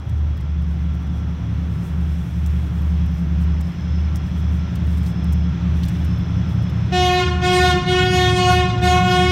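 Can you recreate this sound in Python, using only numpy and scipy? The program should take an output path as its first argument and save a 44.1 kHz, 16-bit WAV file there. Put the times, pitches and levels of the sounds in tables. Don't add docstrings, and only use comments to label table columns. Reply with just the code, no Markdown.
import sys
import numpy as np
from scipy import signal
from scipy.fft import rfft, irfft, next_fast_len
from scipy.io import wavfile
from scipy.ndimage import uniform_filter1d

SR = 44100
rng = np.random.default_rng(int(sys.argv[2]) if len(sys.argv) > 2 else 0)


def attenuation_scalar(level_db):
    decades = np.asarray(level_db, float) / 20
    return 10 ** decades


def store_wav(level_fs):
    pcm = np.round(np.clip(np.atleast_2d(level_fs), -1, 1) * 32767)
    wavfile.write(sys.argv[1], SR, pcm.T.astype(np.int16))


N = 410571
TIME = np.arange(N) / SR

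# (frequency [Hz], level per Hz [dB])
ROAR_COLOUR = [(18, -60), (28, -29), (45, -17), (80, -6.5), (130, -16), (190, -12.5), (235, -26.5),
               (300, -19.5), (450, -30), (1360, -33.5), (2970, -40.5), (3900, -45), (4700, -52),
               (6000, -53.5), (8000, -65), (11000, -89)]
# (far level [dB], near level [dB]); the train sounds nearest from NEAR_S on
BASS_DB, MIDDLE_DB, TREBLE_DB = (-40, -30), (-43.3, -37.5), (-51.8, -44.8)
NEAR_S, HORN_DUCK_DB = 6.93, -2
# (middle [s], level [dB], half length [s])
RUMBLE_SURGES = [
    (3, 3.5, .5),
    (6, 2, 0.48),
    (6.8, -4.5, 0.38),
]

# (frequency [Hz], width [Hz], far level [dB], near level [dB])
WHINES = [(1353, 12, -60, -57), (3306, 130, -62, -56), (3450, 130, -65, -59), (5840, 800, -66, -59)]
# (far level [dB], near level [dB])
BLOWER_DB = (-69.5, -59)
BLOWER_HZ, BLOWER_WIDTH_HZ = 5200, 260
# (middle [s], level [dB], half length [s])
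BLOWER_SWELLS = [
    (3.9, 4, .3),
    (4.9, 2.5, .6),
    (5.75, -6, .15),
    (6.1, 5, .25),
]

# (frequency [Hz], level [dB])
CLOTH_COLOUR = [(2940, -31), (5000, -3), (5830, -3), (6640, -6.5), (9200, -6), (10300, -6.5), (11400, -6.5),
                (12800, -8.5), (15100, -9.5), (15800, -6.5)]
# (time [s], peak level [dB], low band against high [dB], half length [s])
CREASES = [(0.0932, -42.5, -1, 0.0073), (0.3726, -47, 0.5, 0.0088), (0.4055, -47.5, 6, 0.008),
           (0.6235, -51, -8, 0.008), (0.9433, -46, -12, 0.0072), (1.068, -50, -8, 0.0065),
           (2.4634, -33, -12, 0.008), (3.0614, -43.5, -8, 0.008), (3.6077, -34.5, -15, 0.0073),
           (4.158, -30, -5, 0.0078), (4.756, -33.5, -1, 0.0075), (4.8688, -43.5, -8, 0.008),
           (4.9746, -38, -4, 0.008), (5.035, -42, 2, 0.0086), (5.0637, -37, 6, 0.0095),
           (5.241, -31, -19, 0.0022), (5.326, -30, -14, 0.0072), (5.828, -40, 6, 0.003),
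           (5.835, -37, 13, 0.006), (5.8494, -36, -8, 0.0062), (5.8585, -33, -17, 0.001),
           (5.882, -30.5, -4, 0.0064), (5.893, -38, -15, 0.004), (4.844, -40, -15, .001),
           (6.0457, -37, -9, 0.008), (6.4896, -46, -3, 0.008), (6.6223, -45, -16, 0.008),
           (6.6947, -43, -4, 0.0071)]
# (time [s], peak level [dB], frequency [Hz])
SQUEAKS = [(2.8145, -51, 13200), (3.1128, -57, 13200), (3.1443, -60, 13200), (6.1804, -52, 13200)]
# (middle [s], level [dB], half length [s])
RUBS = [(.18, -67, 0.018), (0.716, -68, 0.033), (1.03, -68, .02), (1.17, -68, .03), (1.747, -63, .04),
        (1.86, -60, 0.045), (2.12, -63.5, 0.035), (2.62, -65, .05), (2.77, -63, 0.026), (2.898, -63, 0.027),
        (3.182, -63, 0.035), (3.422, -58, 0.024), (3.693, -65, 0.048), (4.27, -62, .02),
        (4.392, -60, 0.025), (4.549, -60, .04), (4.934, -63, .04), (5.084, -55, .03), (5.78, -61.5, 0.034),
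        (6.523, -62, 0.026), (7.085, -43, .012), (7.205, -50, 0.01), (7.652, -41, .01), (7.767, -53, .02),
        (8.25, -52, .03), (8.378, -48, .015), (8.582, -57, .03), (8.848, -49, .015), (9.07, -54, .02)]
# (middle [s], level [dB], half length [s])
ARM_STIRS = [
    (.5, -3, .3),
    (2.4, 8.5, .7),
    (4.4, 2.5, .2),
    (4.96, 8, .15),
    (5.95, 8.5, 0.17),
    (6.9, 2, 0.54),
]
SWISH_DB, CREASE_LEAD_S = -67.5, 0.004

# (opens [s], shuts [s])
BLASTS = [
    (6.925, 7.21),
    (7.425, 7.72),
    (7.87, 8.6),
    (8.825, 9.4),
]
# (frequency [Hz], level [dB])
BELL_COLOUR = [(590, -15), (1000, -2), (1530, -4.5), (2240, -4.5), (2820, -4.5), (3400, -4.5),
               (4750, -14.5), (6330, -15.5), (7270, -21.5), (7970, -24.5), (12200, -31.5), (15800, -46)]
REED_HZ, REED_RISE_HZ_PER_S, SHUT_SAG_HZ, ATTACK_S = 364.1, 0.594, 2.5, 0.021
BLOW_DB, TAIL_DB_PER_S = (-21, -20.5, -26, -22.5), (70, 88, 44.3, 87.5)
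YARD_DB, YARD_DB_PER_S = -15, 20
# (middle [s], level [dB], half length [s])
FIRST_MEETS = [(7.07, -2, 0.027), (7.38, -1, 0.02), (7.57, 4.5, .06), (7.71, -10, 0.014), (7.77, 6, 0.017),
               (7.84, -8, .03), (7.95, 3.5, 0.065), (8.2, 1.5, .06), (8.52, -8.5, 0.013), (8.7, -12, 0.017),
               (8.8, 4, .04), (8.9, -11, 0.013), (9.03, -12.5, 0.042), (9.24, 2, 0.036)]
# (middle [s], level [dB], half length [s])
SECOND_MEETS = [(7.05, 2.5, .15), (7.26, -14, .04), (7.65, 5.5, 0.018), (7.82, -9, 0.017), (7.97, -5, 0.1),
                (8.11, -10, 0.025), (8.33, -6.5, 0.054), (8.5, 6.5, 0.034), (8.79, 5, .04),
                (8.92, 4.5, 0.09), (9.21, 4.5, 0.05), (9.29, -8, 0.062)]
# (middle [s], level [dB], half length [s])
THIRD_MEETS = [(6.94, -4, .04), (7.02, -4, 0.079), (7.16, -7, .02), (7.21, 1.5, 0.024), (7.67, 5, .07),
               (7.89, -6.5, 0.027), (8.01, 6.5, 0.019), (8.15, -3.5, .1), (8.35, -8, 0.022), (8.51, 7, .04),
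               (8.57, -8, 0.024), (8.81, -3, .02), (8.97, 5.5, 0.033), (9.13, 5, .05)]
# (middle [s], level [dB], half length [s])
UPPER_MEETS = [(7.06, 1, 0.019), (7.62, 2.5, 0.085), (8.0, 2.5, 0.033), (8.1, -2.5, 0.036),
               (8.24, 2.5, 0.072), (8.34, -4, 0.031), (9.04, -4.5, 0.05)]
# (middle [s], level per partial [dB], half length [s])
EDDIES = [
    (7.95, -.1, .1),
    (8.3, -.05, .3),
    (9.05, .08, .15),
    (9.3, -.15, .07),
]

# (time [s], front shaft [Hz], its exhaust boom [dB], rear shaft [Hz], its exhaust boom [dB])
ENGINES = [(0.0, 10.558, -24, 10.943, -16), (0.665, 10.565, -20, 11.033, -39),
           (1.33, 10.625, -25, 11.005, -39), (1.995, 10.632, -24.5, 10.948, -25.5),
           (2.66, 10.582, -20.0, 10.911, -28), (3.325, 10.58, -19, 10.834, -26.5),
           (3.99, 10.68, -27.5, 10.941, -20.5), (4.655, 10.652, -27.5, 10.987, -22.2),
           (5.32, 10.652, -19.6, 10.991, -27), (5.985, 10.79, -26, 11.209, -21),
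           (6.65, 10.903, -45, 11.362, -25.5), (7.315, 10.954, -25, 11.417, -23),
           (7.98, 11.023, -28.5, 11.533, -30), (8.645, 11.055, -23, 11.47, -26.5),
           (9.31, 11.002, -26.5, 11.352, -24.5)]
BOOM_ORDER, REAR_LAG_TURNS = 7, 0.699 / 7
# (order [per turn], front far [dB], front near [dB], rear far [dB], rear near [dB])
SHAFT_ORDERS = [(3, -51, -57, -59, -60), (4, -53, -52, -70, -48), (5, -48, -59, -49.5, -42),
                (6, -41, -39, -47, -49.5), (8, -48, -50, -50, -49), (9, -63, -48, -55.5, -50),
                (10, -36, -30.5, -36.5, -34.5), (11, -41, -47, -37.5, -36),
                (12, -42.5, -35.5, -42.5, -38.5), (13, -42.5, -34, -39.5, -50),
                (14, -37, -32.5, -49, -36.5), (15, -53, -35, -51.5, -44.5), (16, -31, -30.5, -41, -36),
                (17, -34, -36, -46, -47), (19, -51.5, -49.5, -51, -51), (20, -50, -46, -52, -49),
                (23, -55.5, -45, -56, -51), (24, -55.5, -54, -47.5, -44)]
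# (middle [s], level [dB], half length [s])
TENTH_SWELLS = [(.12, 8, .1), (.7, -9, 0.31), (1.5, 4.5, .3), (2.07, -10, 0.22), (3.8, -8, .25),
                (6.4, 5.5, 0.8), (7.07, -7, .08), (7.77, -7, .1), (8.6, 6, 0.43)]
# (middle [s], level [dB], half length [s])
SIXTEENTH_SWELLS = [(.22, -12, 0.37), (3.3, 3, .4), (4.12, -5, 0.053), (5.3, 4.5, 0.36), (7.15, -6.5, .12),
                    (8.13, -2, 0.088), (8.45, 5.5, 0.19), (9.1, 4, 0.25)]

PORT_NOTCH_HZ, PORT_NOTCH_WIDTH_HZ, TOP_HZ = 10460, 1900, 15800


def unit(x):
    return x / np.sqrt(np.mean(np.abs(x) ** 2))


def columns(table, time=TIME):
    s, *values = np.transpose(table)
    return [np.interp(time, s, v) for v in values]


def colour_gain(colour, hz):
    colour_hz, colour_db = np.transpose(colour)
    return attenuation_scalar(np.interp(np.log(hz), np.log(colour_hz), colour_db))


def walk(rate, size=N, step=1):
    hold = max(int(SR / step / rate), 1)
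    held = np.repeat(rng.standard_normal(size // hold + 1), hold)
    return unit(uniform_filter1d(uniform_filter1d(held, hold), hold)[:size])


def noise(colour, lo_hz, hi_hz, source=None):
    if source is None:
        source = rng.standard_normal(N)
    size = next_fast_len(N)
    hz = np.arange(1, size // 2 + 2) * SR / size
    edges = np.sqrt(1 / (1 + (lo_hz / hz) ** 8) - 1 / (1 + (hi_hz / hz) ** 8))
    return irfft(rfft(source, size) * colour_gain(colour, hz) * edges, size)[:N]


def narrow(phase, width_hz):
    return walk(width_hz) * np.cos(phase) + walk(width_hz) * np.sin(phase)


def swells(rows, time=TIME):
    return sum(db * np.exp(-((time - s) / half) ** 2) for s, db, half in rows)


def nearing(far_db, near_db):
    return far_db + (near_db - far_db) * np.minimum(TIME / NEAR_S, 1)


def blowing(time, tail_db_per_s):
    power = 1e-9
    for opens, shuts in BLASTS:
        build = 1 - np.exp(-np.maximum(time - opens + .012, 0) / ATTACK_S)
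        since_shut = np.maximum(time - shuts, 0)
        echoes = attenuation_scalar(-tail_db_per_s * since_shut) ** 2
        yard = attenuation_scalar(YARD_DB) ** 2 * attenuation_scalar(-YARD_DB_PER_S * since_shut) ** 2
        power = power + build ** 2 * (echoes + yard)
    return 10 * np.log10(np.minimum(power, 1))


def roar():
    duck_db = HORN_DUCK_DB * attenuation_scalar(blowing(TIME, tail_db_per_s=90))
    bass_db = nearing(*BASS_DB) + swells(RUMBLE_SURGES)
    middle_db = nearing(*MIDDLE_DB) + duck_db
    treble_db = nearing(*TREBLE_DB) + 2 * duck_db
    bass = attenuation_scalar(bass_db + 1.3 * walk(6)) * unit(noise(ROAR_COLOUR, 15, 255))
    middle = attenuation_scalar(middle_db + .6 * walk(7)) * unit(noise(ROAR_COLOUR, 225, 1600))
    treble = attenuation_scalar(treble_db + .6 * walk(9)) * unit(noise(ROAR_COLOUR, 1690, 9500))
    return bass + middle + treble


def whines():
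    speed = uniform_filter1d(columns(ENGINES)[0], SR)
    phase = 2 * np.pi * np.cumsum((speed / speed[0]) ** .3) / SR
    blower_db = nearing(*BLOWER_DB) + swells(BLOWER_SWELLS) + 1.5 + 1.4 * walk(12)
    out = attenuation_scalar(blower_db) * narrow(BLOWER_HZ * phase, BLOWER_WIDTH_HZ)
    for hz, width_hz, far_db, near_db in WHINES:
        level_db = far_db + (near_db - far_db) * TIME / 7 + 1.3 * walk(4)
        out = out + attenuation_scalar(level_db) * narrow(hz * phase, width_hz)
    return out


def cloth():
    catches = rng.random(N) < .03
    grain_db = np.minimum(3.0 * rng.exponential(size=N), 12)
    grain = rng.standard_normal(N) * attenuation_scalar(grain_db * catches)
    rubbing = attenuation_scalar(SWISH_DB + swells(ARM_STIRS))
    for s, db, half in RUBS:
        rubbing = rubbing + attenuation_scalar(db) * np.exp(-((TIME - s) / half) ** 2)
    out = rubbing * attenuation_scalar(0.94 * walk(25)) * unit(noise(CLOTH_COLOUR, 5500, 17000, grain))

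    high = unit(noise(CLOTH_COLOUR, 6000, 17000))
    low = unit(noise([(2500, -1.5), (4500, 1.0), (7000, -7)], 2700, 5700))
    crackle = attenuation_scalar(5.5 * walk(900))
    for s, peak_db, low_db, half in CREASES:
        age = np.arange(-int(2 * half * SR), int(2 * half * SR)) / SR
        start = int((s + CREASE_LEAD_S - 2 * half) * SR)
        at = slice(start, start + len(age))
        bend = np.exp(-(age / half) ** 2)
        burst = attenuation_scalar(peak_db - 10.5) * unit(bend * crackle[at]) * np.sqrt(np.mean(bend ** 2))
        out[at] += burst * (high[at] + attenuation_scalar(low_db - 3.5) * low[at])

    age = np.arange(int(.012 * SR)) / SR
    for s, peak_db, hz in SQUEAKS:
        squeak = np.hanning(len(age)) * np.sin(2 * np.pi * hz * age)
        out[int(s * SR):][:len(age)] += attenuation_scalar(peak_db) * squeak
    return out


def horn():
    first_open = BLASTS[0][0]
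    time = TIME[int((first_open - .025) * SR):]
    size = len(time)
    meets = FIRST_MEETS, SECOND_MEETS, THIRD_MEETS, UPPER_MEETS
    first_db, second_db, third_db, upper_db = (db + blowing(time, tail) + swells(rows, time)
                                               for db, tail, rows in zip(BLOW_DB, TAIL_DB_PER_S, meets))
    is_open = sum((time > a) * (time < b) * 1. for a, b in BLASTS)
    valve = uniform_filter1d(is_open, int(0.05 * SR))
    sag_hz = SHUT_SAG_HZ * (1 - uniform_filter1d(valve, SR // 9))
    reed_hz = REED_HZ + REED_RISE_HZ_PER_S * (time - 8) - sag_hz + .8 * walk(6, size)
    phase = 2 * np.pi * np.cumsum(reed_hz) / SR
    rate = 1 / (.1 * SR)
    linger = np.maximum(valve, signal.lfilter([rate], [1, rate - 1], valve))
    wet = 1 - valve * (1 - .4 * np.clip((time - first_open) / .16, .1, 1))

    out = attenuation_scalar(first_db) * np.cos(phase + 0.75 * walk(12, size))
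    out = out + attenuation_scalar(second_db) * np.cos(2 * phase + .5 * walk(13, size))
    order = np.arange(3, 44)
    bell = colour_gain(BELL_COLOUR, order * reed_hz.mean())
    groups = np.zeros((2, size))
    patch_db = walk(11, size)
    wobble = .04 * walk(30, size)
    weak_db = np.clip(upper_db - upper_db.max(), -9, 0)
    dull_db = 0.021 * weak_db + 0.064 * (time - 8) + swells(EDDIES, time)
    for k, gain in zip(order, bell):
        blur_hz = 30 + 4 * k + .12 * k ** 2
        far = walk(3 * blur_hz, size) + 1j * walk(3 * blur_hz, size)
        far = far * np.exp(-2j * np.pi * 7.5 * k * time)
        echo = (walk(blur_hz, size) + 1j * walk(blur_hz, size)) / np.sqrt(2)
        echo = echo * np.exp(-2j * np.pi * 3.2 * k * time) + attenuation_scalar(-12.5 - .2 * k) * far
        patch_db = .5 * patch_db + .87 * walk(9 + .7 * k, size)
        slip = 0.1534 * k ** 1.5 + k * wobble + .65 * walk(21.98, size)
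        direct = attenuation_scalar(4.2 * patch_db) * np.exp(1j * slip)
        echo_loss = attenuation_scalar(-.2 * k - .1 * k * (1.2 - linger))
        path = np.sqrt(1 - wet) * direct + np.sqrt(wet) * echo * echo_loss
        groups[int(k > 4)] += gain * attenuation_scalar(k * dull_db) * np.real(path * np.exp(1j * k * phase))
    steady = groups / np.sqrt(2 * uniform_filter1d(groups ** 2, SR // 20))
    out = out + attenuation_scalar(third_db) * steady[0] + attenuation_scalar(upper_db) * steady[1]
    air = unit(noise(BELL_COLOUR, 820, 8500))[:size] * attenuation_scalar(upper_db - 34)
    rise = np.clip((time - first_open) / 0.01 + 1, 0, 1)
    return np.pad((np.sqrt(2) * out + air) * rise, (N - size, 0))


def engines():
    step = 16
    time = TIME[::step]
    size = len(time)
    front_hz, front_db, rear_hz, rear_db = columns(ENGINES, time)
    tenth_db, sixteenth_db = swells(TENTH_SWELLS, time), swells(SIXTEENTH_SWELLS, time)
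    order_swells_db = {10: tenth_db, 16: sixteenth_db, 17: sixteenth_db}
    near = np.clip((time - 3.5) / 4.54, 0, 1)
    out = 0
    for which, (hz, boom_db) in enumerate([(front_hz, front_db), (rear_hz, rear_db)]):
        turns = np.cumsum(hz) * step / SR - which * REAR_LAG_TURNS
        out = out + attenuation_scalar(boom_db) * np.cos(2 * np.pi * BOOM_ORDER * turns)
        turns = np.cumsum(uniform_filter1d(hz, SR // step)) * step / SR
        for row in SHAFT_ORDERS:
            order = int(round(row[0]))
            far_db, near_db = row[1 + 2 * which:3 + 2 * which]
            fade_db = 2.5 * walk(2.486, size, step) + order_swells_db.get(order, 0)
            slip = 2 * np.pi * rng.random() + 0.4 * walk(2.5, size, step)
            level_db = far_db + near * (near_db - far_db) + fade_db
            out = out + attenuation_scalar(level_db) * np.cos(2 * np.pi * order * turns + slip)
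    return np.sqrt(2) * signal.resample_poly(out, step, 1)[:N]


def scene():
    return (roar() + whines() + cloth() + horn() + engines())[None]


def low_pass(x):
    return signal.sosfilt(signal.butter(12, 15900, fs=SR, output="sos"), x)


def record(dry):
    port_band = signal.iirpeak(PORT_NOTCH_HZ, PORT_NOTCH_HZ / PORT_NOTCH_WIDTH_HZ, SR)
    port = signal.lfilter(*port_band, dry)
    bass = signal.sosfiltfilt(signal.butter(2, 200, fs=SR, output="sos"), dry)
    settling = np.exp(-(TIME / 0.066) ** 4)
    sound = dry - 0.52 * port - 0.77 * bass * settling
    rounded = np.tanh(1.1 * sound) / 1.1
    top_cut = signal.ellip(8, .2, 60, TOP_HZ, fs=SR, output="sos")
    return low_pass(signal.sosfilt(top_cut, rounded))


dry = scene()
out = record(dry)
store_wav(out)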